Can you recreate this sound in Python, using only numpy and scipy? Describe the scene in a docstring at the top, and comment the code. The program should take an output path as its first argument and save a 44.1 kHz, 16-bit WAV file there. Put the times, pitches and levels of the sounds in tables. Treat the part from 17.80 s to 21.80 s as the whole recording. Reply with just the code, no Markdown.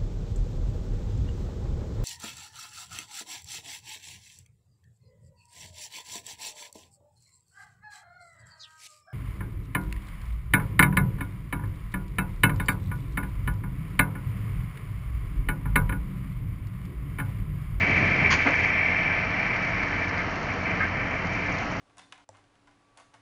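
"""Indoors, by a vat of creamy liquid, a droning pump drives a thin jet from a steel nozzle.
The jet sputters through a cluster of resonances near 2 kHz, strong at first, then weaker and uneven.
Under it sits a bed of hum, machine wash, a faint whistle and fine spatter that pulses with the pump.
Early on come a low rumble, a few hard spits, a short scuff and a dull knock.
Sharp drips dot the scene, and later the churned liquid gurgles twice."""
import sys
import numpy as np
from scipy import signal
from scipy.fft import rfft, irfft
from scipy.io import wavfile

SR = 44100
rng = np.random.default_rng(int(sys.argv[2]) if len(sys.argv) > 2 else 0)


def digitize_waveform(pressure):
    """Quantize a signal to 16-bit integers and store it at the path in sys.argv[1].

    Rows of a 2-D input are taken as channels; values are limited to [-1, 1].
    """
    field = np.atleast_2d(pressure).T
    bounded = np.clip(field, -1, 1)
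    quanta = np.round(bounded * 32767).astype(np.int16)
    wavfile.write(sys.argv[1], SR, quanta)


N = 176400
T = np.arange(N) / SR

# Hum tones of the pump: pitch_hz, level_db, waver_hz
HUM_TONES = [(45.2, -46, .2), (88.7, -42, .8), (178.6, -44, 1.0)]
# Wash of the machine in the room: frequency_hz, relative_db
WASH_COLOUR = [(10, -16), (24, -17), (35, -9), (65, -8), (95, 0), (150, -2.5), (205, -4.5), (250, -6.5),
               (290, -3.5), (345, -11.5), (440, -10.5), (503, -8.5), (560, -11.5), (660, -4.5),
               (800, -10.5), (1050, -10), (1300, -8.5), (1500, -12), (1850, -9.5), (2300, -21.5),
               (2850, -19.5), (3450, -52), (5000, -60)]
# Swells of the opening rumble: time_s, level_db
RUMBLE_LEVEL = [(0, -33), (.11, -26), (.16, -30), (.23, -25), (.28, -30), (.32, -27.5), (.38, -33),
                (.44, -25.5), (.49, -29), (.545, -24.5), (.62, -42), (.9, -60), (4, -70)]
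# Bass weight of the rumble: frequency_hz, relative_db
RUMBLE_COLOUR = [(30, -24.5), (65, -11), (88, 6.5), (125, -0.5), (190, 0), (290, -8), (450, -13.5),
                 (900, -16.5), (2000, -56)]
# Strength of the sputter: time_s, level_db
SPUTTER_LEVEL = [(0, -22), (.07, -23), (.25, -22.5), (.34, -24), (.47, -22.5), (.62, -25.5), (.76, -23.5),
                 (1.18, -25), (1.39, -26.5), (1.48, -32), (1.55, -28), (1.68, -26), (1.78, -30.5),
                 (2.0, -29.5), (2.1, -32.5), (2.24, -30.5), (2.29, -35), (2.38, -30.5), (2.46, -38.5),
                 (2.62, -46), (2.7, -32), (2.81, -42.5), (2.87, -27.5), (3.04, -34.5), (3.13, -33.5),
                 (3.21, -33), (3.35, -33), (3.46, -38), (3.52, -31.5), (3.81, -33.5), (3.87, -51),
                 (3.94, -36.5), (4, -59)]
# Brightness of the sputter: time_s, tilt_db_per_octave
SPUTTER_TILT = [(0, 1.5), (1.0, 0.5), (1.5, 0.5), (1.8, -7), (2.1, -9), (2.38, -16), (2.6, 2.5), (2.72, 5),
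                (2.88, -4), (3.2, -9.5), (3.45, -2), (3.55, 3.5), (3.69, -8), (3.8, 5), (3.94, 16.5)]
# Resonances of the nozzle: pitch_hz, width_hz, sputter_relative_db, flow_relative_db
NOZZLE_MODES = [(1573, 78, -8.5, -4), (1759, 82, -4, -6), (1963, 38, -2, 1.5), (2103, 81, 0, 2),
                (2266, 79, -1.5, -7.5), (2318, 80, -2, -6), (2515, 60, -6.5, -5), (2690, 50, -11, -5.5),
                (3043, 154, -20, -8)]
# Broad skirt under those resonances: frequency_hz, relative_db
SKIRT_COLOUR = [(300, -33), (1200, -2.5), (1650, -22), (1880, -9), (2100, 10), (2330, 15.5), (2600, -11.5),
                (2900, -32), (3400, -38), (4500, -33), (6500, -56.5)]
# Hiss of the spattering liquid: frequency_hz, relative_db
SPRAY_COLOUR = [(2000, -19.5), (3100, 4), (3700, 1.5), (4300, 5.5), (4800, 4.5), (5250, 0.5), (5550, -5),
                (5950, -7.5), (6150, 0), (6400, -9), (6800, -21.5), (7200, -23.5), (7600, -36)]
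# Rise and fall of the spray: time_s, level_db
SPRAY_LEVEL = [(0, -47), (.47, -50), (.59, -46), (.87, -50.5), (.97, -52), (1.6, -51.5), (2.3, -51),
               (2.98, -52), (3.08, -53.5), (3.35, -55), (3.8, -49.5), (4, -53)]
# Sheen of the finest fizz: frequency_hz, relative_db
FIZZ_COLOUR = [(4000, -23.5), (5800, 2.5), (6400, -2.5), (6900, -4.5), (7300, -15.5), (7800, -15)]
# Rise and fall of the fizz: time_s, level_db
FIZZ_LEVEL = [(0, -54), (.5, -64), (.6, -55.5), (.88, -56.5), (.95, -76), (1.4, -68.5), (1.8, -61),
              (2.6, -59.5), (3.05, -62.5), (3.45, -59), (3.8, -54), (4, -56)]
# Strength of the whistle: time_s, level_db
WHISTLE_LEVEL = [(0, -60), (1.1, -57.5), (3.0, -59.5), (3.15, -62), (4, -60.5)]
# Single hard spits: start_s, peak_db
SPITS = [(.4605, -9.5), (.81, -19), (1.03, -19)]
# Rasp of the scuff: frequency_hz, relative_db
SCUFF_COLOUR = [(200, 2), (700, -19), (1050, 9), (1270, 1), (1450, 5.5), (1700, 4.5), (2600, 1),
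                (3200, -2.5), (3800, -15), (4400, -3.5), (5100, -7.5), (5700, -11), (6600, -7),
                (7200, -20.5), (7600, -30)]
# Single sharp drips: start_s, relative_db
DRIPS = [(.617, -38), (.756, -34), (.847, -36), (1.448, -39), (1.766, -39), (1.849, -37), (2.247, -38),
         (2.292, -36), (2.379, -34), (2.558, -37), (2.629, -37), (3.471, -38)]
# Body that the knock shakes: frequency_hz, relative_db
KNOCK_COLOUR = [(100, -20), (205, -16), (245, 1), (275, 1), (320, -3.5), (375, -13.5), (450, -6),
                (520, -4.5), (650, -9.5), (850, -9), (1200, -9), (2000, -6), (3200, -28), (7000, -77)]
# Gurgles in the vat: start_s, length_s, level_db
GURGLES = [(2.368, .035, -30), (2.997, .048, -25)]
# Resonances of the gurgles: pitch_hz, width_hz, relative_db
GURGLE_MODES = [(1265, 83, -0.5), (1603, 100, 1.5), (1774, 95, 1.5), (2140, 180, -1.5)]


def amp(db):
    """Decibels to gain."""
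    return 10 ** (np.asarray(db) / 20)


def unit(x):
    """Scales to rms 1."""
    return x / np.sqrt(np.mean(x ** 2) + 1e-20)


def fader(points):
    """Gain over time from (time_s, level_db) points."""
    return amp(np.interp(T, *np.transpose(points)))


def colour(x, points, tilt_db_per_octave=0):
    """Shapes x with an EQ curve, optionally tilted above 1.5 kHz; rms 1."""
    hz = np.fft.rfftfreq(N, 1 / SR)
    point_hz, point_db = np.transpose(points)
    curve_db = np.interp(np.log(hz + 1), np.log(point_hz + 1), point_db)
    octaves = np.log2(np.maximum(hz / 1500, 1))
    return unit(irfft(rfft(x) * amp(curve_db + tilt_db_per_octave * octaves), N))


def noise():
    """White noise."""
    return rng.standard_normal(N)


def drift(rate_hz):
    """Smooth random motion up to about rate_hz; rms 1."""
    hz = np.fft.rfftfreq(N, 1 / SR)
    return unit(irfft(rfft(noise()) * (hz > 0) / (1 + (hz / rate_hz) ** 4), N))


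def clicks(per_s, spread_db):
    """Random impulses of uneven size; rms 1."""
    size = amp(spread_db * np.minimum(rng.exponential(1, N), 4))
    return unit(size * rng.choice([-1, 1], N) * (rng.random(N) < per_s / SR))


def resonate(x, hz, width_hz):
    """A steep resonance with a peak gain of 1."""
    b, a = signal.iirpeak(hz, hz / (width_hz * np.sqrt(2)), SR)
    return signal.lfilter(b, a, signal.lfilter(b, a, x))


def burst(start_s, rise_s, length_s, decay_s):
    """Envelope that rises, holds until length_s after its start, then dies away."""
    age = T - start_s
    return np.clip(age / rise_s, 0, 1) * np.exp(-np.maximum(age - length_s, 0) / decay_s)


def pump():
    """The pump drones: wavering hum tones in a broad wash of machine noise."""
    hum = np.zeros(N)
    for hz, db, waver_hz in HUM_TONES:
        pitch_hz = hz + waver_hz * drift(rate_hz=2.3)
        tone = np.sin(2 * np.pi * np.cumsum(pitch_hz) / SR)
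        flutter_db = 1.4 * drift(rate_hz=14)
        hum += amp(db) * unit(tone * amp(flutter_db))
    wash_db = -31 + .5 * drift(rate_hz=22)
    return hum + amp(wash_db) * colour(noise(), WASH_COLOUR)


def rumble():
    """Low, lumpy noise that sinks away within the first second."""
    return fader(RUMBLE_LEVEL) * colour(noise(), RUMBLE_COLOUR)


def jet():
    """Rapid spits, now dull and now bright, ring the nozzle over a quiet, steady flow."""
    def spits_and_air():
        return clicks(per_s=1050, spread_db=2.3) + .55 * noise()

    tilt = np.interp(T, *np.transpose(SPUTTER_TILT))
    pivot_hz, flutter_db = 2200, .35
    drive = spits_and_air() * amp(flutter_db * drift(rate_hz=60))
    ring = sum(amp(db + tilt * np.log2(hz / pivot_hz)) * resonate(drive, hz, width)
               for hz, width, db, _ in NOZZLE_MODES)
    flow = sum(amp(db) * resonate(noise(), hz, width) for hz, width, _, db in NOZZLE_MODES)
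    skirt = amp(-6.5) * colour(spits_and_air(), SKIRT_COLOUR)
    sputter = unit(unit(ring) + skirt)
    return fader(SPUTTER_LEVEL) * sputter + amp(-41) * unit(flow)


def spatter():
    """Hiss, fine drops and fizz that surge on each pump stroke."""
    stroke_hz, surge_db = 11.39, 2.4
    peak_cycles, width_cycles = .14, .05
    from_peak = (T * stroke_hz - peak_cycles + .5) % 1 - .5
    surge = amp(surge_db * np.exp(-(from_peak / width_cycles) ** 2))
    drops = noise() + amp(-2.5) * clicks(per_s=500, spread_db=2.5)
    spray = fader(SPRAY_LEVEL) * colour(surge * drops, SPRAY_COLOUR)
    crackle = clicks(per_s=600, spread_db=4.8) + .5 * noise()
    fizz = fader(FIZZ_LEVEL) * colour(surge * crackle, FIZZ_COLOUR)
    return spray + fizz


def whistle():
    """A faint, airy whistle: one high, narrow band of noise."""
    return fader(WHISTLE_LEVEL) * unit(resonate(noise(), hz=5560, width_hz=220))


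def hard_spits():
    """A few harder spits, each a brief pop at the pitch of the nozzle."""
    pitch_hz, rise_s = 2270, .0011
    pops = np.zeros(N)
    for start_s, db in SPITS:
        rise = np.maximum(T - start_s, 0) / rise_s
        envelope = rise * np.exp(1 - rise)
        pops += amp(db) * envelope * np.sin(2 * np.pi * pitch_hz * (T - start_s))
    return pops


def scuff():
    """A short, bright, grainy rub with a faint tail in the room."""
    start_s, length_s = .4987, .033
    grain = colour(clicks(per_s=2500, spread_db=1.5) + .5 * noise(), SCUFF_COLOUR)
    rub = grain * burst(start_s, rise_s=.015, length_s=length_s, decay_s=.023)
    tail_envelope = burst(start_s, rise_s=length_s, length_s=length_s, decay_s=.07)
    tail = amp(-15.5) * tail_envelope * colour(noise(), SCUFF_COLOUR)
    return amp(-21.5) * (rub + tail)


def drips():
    """Single drips land as sharp ticks, brighter than the spray."""
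    envelope = sum(amp(db) * burst(start_s, rise_s=.0004, length_s=.0006, decay_s=.0018)
                   for start_s, db in DRIPS)
    return amp(-4) * envelope * colour(noise(), SPRAY_COLOUR, tilt_db_per_octave=11.5)


def knock():
    """A soft-edged knock shakes a body: a dull thud with a hollow ring."""
    start_s, rise_s, length_s, ring_hz = .652, .013, .031, 274
    thud = burst(start_s, rise_s, length_s, decay_s=.028) * colour(noise(), KNOCK_COLOUR)
    ring = burst(start_s, rise_s, length_s, decay_s=.022) * np.sin(2 * np.pi * ring_hz * (T - start_s))
    return amp(-22.5) * thud + amp(-27) * ring


def gurgles():
    """Brief lower spurts as the jet churns the liquid."""
    churn = unit(sum(amp(db) * resonate(noise(), hz, width) for hz, width, db in GURGLE_MODES))
    envelope = sum(amp(db) * burst(start_s, rise_s=.012, length_s=length_s, decay_s=.015)
                   for start_s, length_s, db in GURGLES)
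    return envelope * churn


def scene():
    """The running layers and the one-shots, mixed to mono."""
    bed = pump() + rumble() + jet() + spatter() + whistle()
    one_shots = hard_spits() + scuff() + drips() + knock() + gurgles()
    return (bed + one_shots)[None]


def record(dry):
    """A steep low-pass takes the top off the mix."""
    cutoff_hz = 7500
    taps = signal.firwin(401, cutoff_hz, window=("kaiser", 9), fs=SR)
    return signal.oaconvolve(dry, taps[None], "same", axes=1)


dry = scene()
out = record(dry)
digitize_waveform(out)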